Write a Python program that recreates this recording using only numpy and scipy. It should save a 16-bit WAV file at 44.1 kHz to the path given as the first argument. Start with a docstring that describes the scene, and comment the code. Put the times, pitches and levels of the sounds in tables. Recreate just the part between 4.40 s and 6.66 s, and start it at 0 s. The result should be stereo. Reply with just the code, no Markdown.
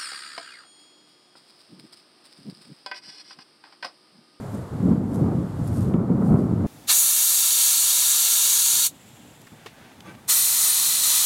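"""A hand-held microphone is carried slowly across a lawn, gusts buffeting its two ports from the outset.
Eddy noise makes deep thuds and a lumpy rumble with flutter on top; far off lie a wash and a hiss of leaves.
Four soft steps of grainy grass noise pass close by, three of them with snapping stalks.
From about 0.5 s smooth pulses thump on the ports; past 1.5 s a filtered click pops.
A wavering tone swells around 1.85 s; by then the image has closed nearly to mono."""
import sys
import numpy as np
from scipy import signal
from scipy.fft import rfft, irfft
from scipy.io import wavfile
from scipy.ndimage import uniform_filter1d

SR = 44100
rng = np.random.default_rng(int(sys.argv[2]) if len(sys.argv) > 2 else 0)


def wav_record(signal):
    """Record a signal, one row per channel, as 16-bit PCM in the file named by sys.argv[1]."""
    frames = np.transpose(np.atleast_2d(signal))
    bounded = np.clip(frames, -1, 1)
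    # unit amplitude maps onto the largest positive 16-bit level
    quanta = np.round(bounded * 32767).astype(np.int16)
    wavfile.write(sys.argv[1], SR, quanta)


N = 99886
TIME = np.arange(N) / SR


def from_db(db):
    """Decibels to gain."""
    return 10 ** (np.asarray(db) / 20)


def rms_one(x):
    """Scale to unit power."""
    return x / np.sqrt(np.mean(x ** 2))


def in_time(rows):
    """Join the (time, value) rows of a curve with straight lines."""
    seconds, values = np.transpose(rows)
    return np.interp(TIME, seconds, values)


def drift(rate_hz):
    """Slow chance with spread 1: white noise through a two-pole low-pass."""
    step = 40   # samples between the slow values
    pole = np.exp(-2 * np.pi * rate_hz * step / SR)
    white = rng.standard_normal(N // step + 2002)
    slow = signal.lfilter([1], [1, -2 * pole, pole ** 2], white)[2000:]   # drop the filter's start
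    return np.interp(np.arange(N) / step, np.arange(len(slow)), rms_one(slow))


def octaves():
    """The place of each spectral line on an octave scale."""
    return np.log2(np.fft.rfftfreq(N, 1 / SR) + 1)


def coloured(spectrum):
    """Two unrelated noises with the given spectrum, falling 30 dB per octave beyond its ends."""
    hz, db = np.transpose(spectrum)
    octave, points = octaves(), np.log2(hz)
    beyond = np.abs(octave - np.clip(octave, points[0], points[-1]))
    gain = from_db(np.interp(octave, points, db) - 30 * beyond)
    white = rng.standard_normal((2, N))
    return rms_one(irfft(rfft(white) * gain, N))


def stereo(pair, likeness):
    """Mix two unrelated signals into left and right with the given correlation."""
    shared = np.sqrt(1 + likeness) * pair[0]
    opposed = np.sqrt(1 - likeness) * pair[1]
    return np.array([shared + opposed, shared - opposed]) / np.sqrt(2)


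def swell(s, rise_s, fall_s):
    """An envelope that rises exponentially to 1 at s and dies away exponentially."""
    return np.exp(-np.maximum((s - TIME) / rise_s, (TIME - s) / fall_s))


EDDY_S, EDDY_EVENNESS = 0.0304, 0.74   # length of an eddy [s]; share of chance swings smoothed away


def eddies(spectrum):
    """Turbulent noise at each port, its chance swings partly evened out by the steady flow."""
    noise = coloured(spectrum)
    power = uniform_filter1d(noise ** 2, int(EDDY_S * SR), axis=1) + 1e-9
    return rms_one(noise / power ** (EDDY_EVENNESS / 2))


# deep thudding of the largest eddies: (frequency [Hz], relative density [dB per Hz])
DEEP_SPECTRUM = [(22, -34), (32, -31), (48, -14.5), (70, -8.5), (100, 1.5), (125, 3.5)]
# level of that deep bass at the microphone: (time [s], level [dB])
DEEP_LEVEL = [(0.0, -38), (0.23, -33.5), (0.29, -47), (0.31, -31.5), (0.52, -25), (0.55, -32.5),
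              (0.8, -30.5), (0.84, -20.5), (0.9, -32.5), (1.0, -26), (1.03, -35.5), (1.33, -23.5),
              (1.35, -37), (1.38, -20.5), (1.68, -33), (1.72, -34), (1.888, -33), (1.93, -16),
              (1.99, -30.5), (2.26, -24.5)]


def buffeting():
    """Eddies press on each port as deep thuds."""
    return eddies(DEEP_SPECTRUM) * from_db(in_time(DEEP_LEVEL))


# low buffeting close on the ports: (frequency [Hz], relative density [dB per Hz])
RUMBLE_SPECTRUM = [(120, -6), (145, -3), (180, 2.5), (220, -0.5), (300, -5.5), (350, -10), (430, -14),
                   (560, -23.5)]
# wind pressure on the ports, before the rumble's trim: (time [s], level [dB])
GUST_LEVEL = [(0.0, -32.5), (0.11, -43), (0.14, -28.5), (0.29, -45.5), (0.33, -31), (0.37, -36),
              (0.45, -16.5), (0.51, -16), (0.58, -23), (0.64, -24.5), (0.7, -28.5), (0.82, -18.5),
              (0.91, -24.5), (1.01, -22), (1.08, -34), (1.18, -38.5), (1.21, -21), (1.23, -36.5),
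              (1.3, -28), (1.4, -26), (1.43, -27.5), (1.51, -20.5), (1.52, -28.5), (1.55, -16.5),
              (1.67, -28.5), (1.7, -18), (1.84, -22), (1.93, -15.5), (1.97, -22), (2.05, -19.5),
              (2.085, -26), (2.13, -21), (2.16, -27.5), (2.2, -23.5), (2.26, -21)]
RUMBLE_TRIM_DB, PATCHY_DB = -0.5, 1.5   # trim; spread of the chance swings in level


def rumble(lumps):
    """Smaller eddies make a rumble whose level is lumpy by chance."""
    return eddies(RUMBLE_SPECTRUM) * from_db(RUMBLE_TRIM_DB + in_time(GUST_LEVEL) + PATCHY_DB * lumps)


# fine turbulence right at the ports: (frequency [Hz], relative density [dB per Hz])
FLUTTER_SPECTRUM = [(330, -2), (480, -0.5), (750, -5.5), (1000, -9.5), (1350, -13.5), (1700, -29),
                    (2300, -33), (3200, -59)]
# level of the fine turbulence, before its trim: (time [s], level [dB])
FLUTTER_LEVEL = [(0, -54), (0.382, -48.5), (.46, -40.5), (.52, -33.5), (.56, -44), (0.682, -43.5),
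                 (.8, -35.5), (0.902, -37.5), (1.122, -57), (1.21, -43.5), (1.26, -51.5), (1.38, -43.5),
                 (1.49, -43), (1.55, -30.5), (1.58, -37), (1.66, -40), (1.84, -33.5), (1.93, -31.5),
                 (2.03, -37.5), (2.18, -44), (2.239, -35.5)]
FLUTTER_TRIM_DB, FLUTTER_ROUGH_DB = 0.5, 2.37   # trim; spread of the chance swings
FLUTTER_LIKENESS = .4   # correlation at the two ports


def flutter(lumps):
    """Fine turbulence is rough: it shares the rumble's lumps and adds quicker ones."""
    roughness = (lumps + drift(110)) / np.sqrt(2)
    level_db = FLUTTER_TRIM_DB + in_time(FLUTTER_LEVEL) + FLUTTER_ROUGH_DB * roughness
    return stereo(coloured(FLUTTER_SPECTRUM) * from_db(level_db), FLUTTER_LIKENESS)


# how alike the two ports of the microphone feel the eddies: (time [s], correlation [-1 to 1])
PORT_LIKENESS = [(0, -0.46), (.25, -0.68), (.42, 0.05), (.7, 0.39), (1.0, 0.47), (1.4, 0.028), (1.55, 0.45)]
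# left-right lean of the wind noise, jittering by chance, mostly to the right:
# (time [s], left minus right level [dB])
WIND_LEAN = [(0.0, -1.5), (0.46, -3.5), (0.564, -12), (0.6, 1.5), (0.644, -16.5), (0.698, -1.5),
             (0.752, -11.5), (1.122, -11), (1.182, -2.5), (1.248, -14.5), (1.47, -4.5), (1.62, -8.5)]


def wind():
    """Wind noise on both ports leans left or right while its mid level follows the layers' own levels."""
    lumps = drift(59)
    likeness, lean_db = in_time(PORT_LIKENESS), in_time(WIND_LEAN)
    left, right = from_db(lean_db / 2), from_db(-lean_db / 2)
    # level of the average of two partly alike ports; left * right is 1
    centre = np.sqrt(left ** 2 + right ** 2 + 2 * likeness) / 2
    low = stereo(buffeting() + rumble(lumps), likeness) + thumps() + sinking_tone()
    high = flutter(lumps) * 2 / (left + right)
    return (low / centre + high) * np.array([left, right])


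# distant sound arrives from all round: (frequency [Hz], left-right correlation [-1 to 1])
DIFFUSE_LIKENESS = [(300, 0.75), (1300, 0.81), (4000, 0.48), (6500, 0.34), (9000, -0.28), (12000, 0.31),
                    (15000, .1)]
# treble balance of the two ports: (frequency [Hz], left minus right level [dB])
PORT_BALANCE = [(5000, -1), (9000, 1), (12000, -3)]


def diffuse(spectrum):
    """Noise from all round: largely alike at both ports in the bass, much less so in the treble."""
    octave = octaves()
    hz, likeness = np.transpose(DIFFUSE_LIKENESS)
    likeness = np.interp(octave, np.log2(hz), likeness)
    hz, balance_db = np.transpose(PORT_BALANCE)
    balance_db = np.interp(octave, np.log2(hz), balance_db)
    ports = stereo(rfft(coloured(spectrum)), likeness)
    return irfft(ports * from_db([balance_db / 2, -balance_db / 2]), N)


# distant outdoor wash: (frequency [Hz], relative density [dB per Hz])
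WASH_SPECTRUM = [(300, 0.5), (500, 7), (800, 3), (1300, -1.5), (1700, -10), (2100, -14.5), (2700, -32)]
# hiss of leaves: (frequency [Hz], relative density [dB per Hz])
LEAVES_SPECTRUM = [(2000, 1), (4600, -0.5), (6100, -5), (7400, 0), (9300, -1), (12000, -6), (14000, -12.5),
                   (15600, -16)]
# level of that hiss at the microphone: (time [s], level [dB])
LEAVES_LEVEL = [(0, -53.5), (.25, -56), (.5, -55), (.61, -60), (.75, -57), (1.45, -54.5), (1.58, -61),
                (1.9, -58.5), (2.26, -57.5)]
WASH_DB, WASH_FOLLOWS = -43.5, 0.68   # mean level; share of the hiss's swing in dB that it follows


def surroundings():
    """A far wash and the hiss of the trees, rising and sinking together."""
    leaves_db = in_time(LEAVES_LEVEL)
    wash_db = WASH_DB + WASH_FOLLOWS * (leaves_db - leaves_db.mean())
    wash = from_db(wash_db) * diffuse(WASH_SPECTRUM)
    leaves = from_db(leaves_db) * diffuse(LEAVES_SPECTRUM)
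    return wash + leaves


# dry stalks snap underfoot: (time [s], envelope peak [dB], lowest frequency [Hz])
SNAPS = [(.743, -47, 7000), (.747, -44.5, 4000), (.7585, -44.5, 7500), (1.2738, -43, 5000),
         (1.2767, -36.5, 8200), (1.285, -49, 8000), (1.4097, -43, 5000), (1.897, -53, 3500)]
SNAP_RISE_S, SNAP_FALL_S, SNAP_TOP_HZ = 0.00033, 0.001, 11400


def snaps():
    """A stalk breaks with a very short puff of noise in one band, alike at both ports."""
    total = np.zeros(N)
    for s, db, low_hz in SNAPS:
        puff = coloured([(low_hz, 0), (SNAP_TOP_HZ, 0)])[0]
        total += from_db(db) * puff * swell(s, SNAP_RISE_S, SNAP_FALL_S)
    return total


# shoes brush through the grass, up to three times a step:
# (time [s], envelope peak [dB], rise and fade time [s])
BRUSHES = [(.148, -53.5, 0.053), (.76, -54.5, 0.07), (1.27, -54, 0.064), (1.358, -49.5, 0.036),
           (1.415, -52, 0.068), (1.88, -55, 0.065), (1.995, -58, 0.07)]
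# swish of the blades: (frequency [Hz], relative density [dB per Hz])
GRASS_SPECTRUM = [(2500, -12), (4500, -1), (6300, -0.5), (7300, 1.5), (9200, 6), (10300, 0), (12500, 0),
                  (15500, -14)]
GRAIN_RATE_HZ, GRAIN_DB, STEP_LIKENESS = 180, 2.5, 0.35   # grain speed, spread; port correlation
SPLINTER_DB, SPLINTER_S = -14, 0.0099   # crackle after a snap: level against the snap, fade time


def footsteps():
    """Each step is a grainy swish of grass; stalks snap and their fibres crackle on briefly."""
    brushing = np.sqrt(sum((from_db(db) * swell(s, fade_s, fade_s)) ** 2 for s, db, fade_s in BRUSHES))
    splintering = sum(from_db(db + SPLINTER_DB) * swell(s, SNAP_FALL_S, SPLINTER_S) for s, db, _ in SNAPS)
    grains = from_db(GRAIN_DB * drift(GRAIN_RATE_HZ))
    swish = stereo(coloured(GRASS_SPECTRUM), STEP_LIKENESS)
    return swish * np.hypot(brushing, splintering) * grains + snaps()


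# single large eddies thump on the ports, before the left-right lean: (time [s], peak level [dB])
THUMPS = [(0.4629, -11.5), (1.401, -14), (1.546, -11), (1.9447, -12)]
THUMP_HZ = 187   # strongest frequency of the pulse


def thumps():
    """A large eddy passes as one smooth push with a slight suction before and after it."""
    total = np.zeros(N)
    for s, db in THUMPS:
        u = (np.pi * THUMP_HZ * (TIME - s)) ** 2
        total += from_db(db) * (1 - 2 * u) * np.exp(-u)
    return total


# one sharp eddy pops on the ports: (time [s], peak level [dB])
POP = (1.5397, -28.5)
POP_TOP_HZ = 3300


def pop():
    """A single thin pressure tick, a low-passed impulse, hits both ports at once."""
    s, db = POP
    impulse = (np.arange(N) == int(s * SR)).astype(float)
    low_pass = signal.butter(8, POP_TOP_HZ, fs=SR, output="sos")
    tick = signal.sosfilt(low_pass, impulse)
    return from_db(db) * tick / np.abs(tick).max()


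# a low tone between two gust peaks, before the left-right lean:
# (time [s], level [dB], rise and fade time [s])
TONE = (1.85, -22, .11)
TONE_HZ, TONE_SAG_OCTAVES_PER_S, TONE_WAVER = 180, 1.7, .09   # pitch at the peak; sag; relative waver


def sinking_tone():
    """Between two gust peaks a low sine swells and fades, wavering by chance and sinking in pitch."""
    s, db, fade_s = TONE
    sag = 2 ** (-TONE_SAG_OCTAVES_PER_S * (TIME - s))
    hz = TONE_HZ * sag * (1 + TONE_WAVER * drift(30.3))
    wave = np.sqrt(2) * np.sin(2 * np.pi * np.cumsum(hz) / SR)
    envelope = np.exp(-((TIME - s) / fade_s) ** 2)
    return from_db(db + PATCHY_DB * drift(30)) * wave * envelope


# width of the stereo image: (time [s], share of the side signal [0 to 1])
WIDTH = [(1.2, 0.96), (1.58, 0.34), (1.7, 0.31), (1.76, 0.033)]


def narrowed(x):
    """The image closes towards mono as the left-right difference is turned down."""
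    mid = (x[0] + x[1]) / 2
    side = (x[0] - x[1]) / 2 * in_time(WIDTH)
    return np.array([mid + side, mid - side])


def scene():
    """Wind on the ports over the quiet lawn."""
    return wind() + surroundings() + footsteps() + pop()


CUTOFF_HZ = 15700


def record(dry):
    """The image narrows, and an elliptic low-pass cuts the top steeply."""
    low_pass = signal.ellip(12, .1, 80, CUTOFF_HZ, fs=SR, output="sos")   # ripple, stop-band depth [dB]
    return signal.sosfilt(low_pass, narrowed(dry))


dry = scene()
out = record(dry)
wav_record(out)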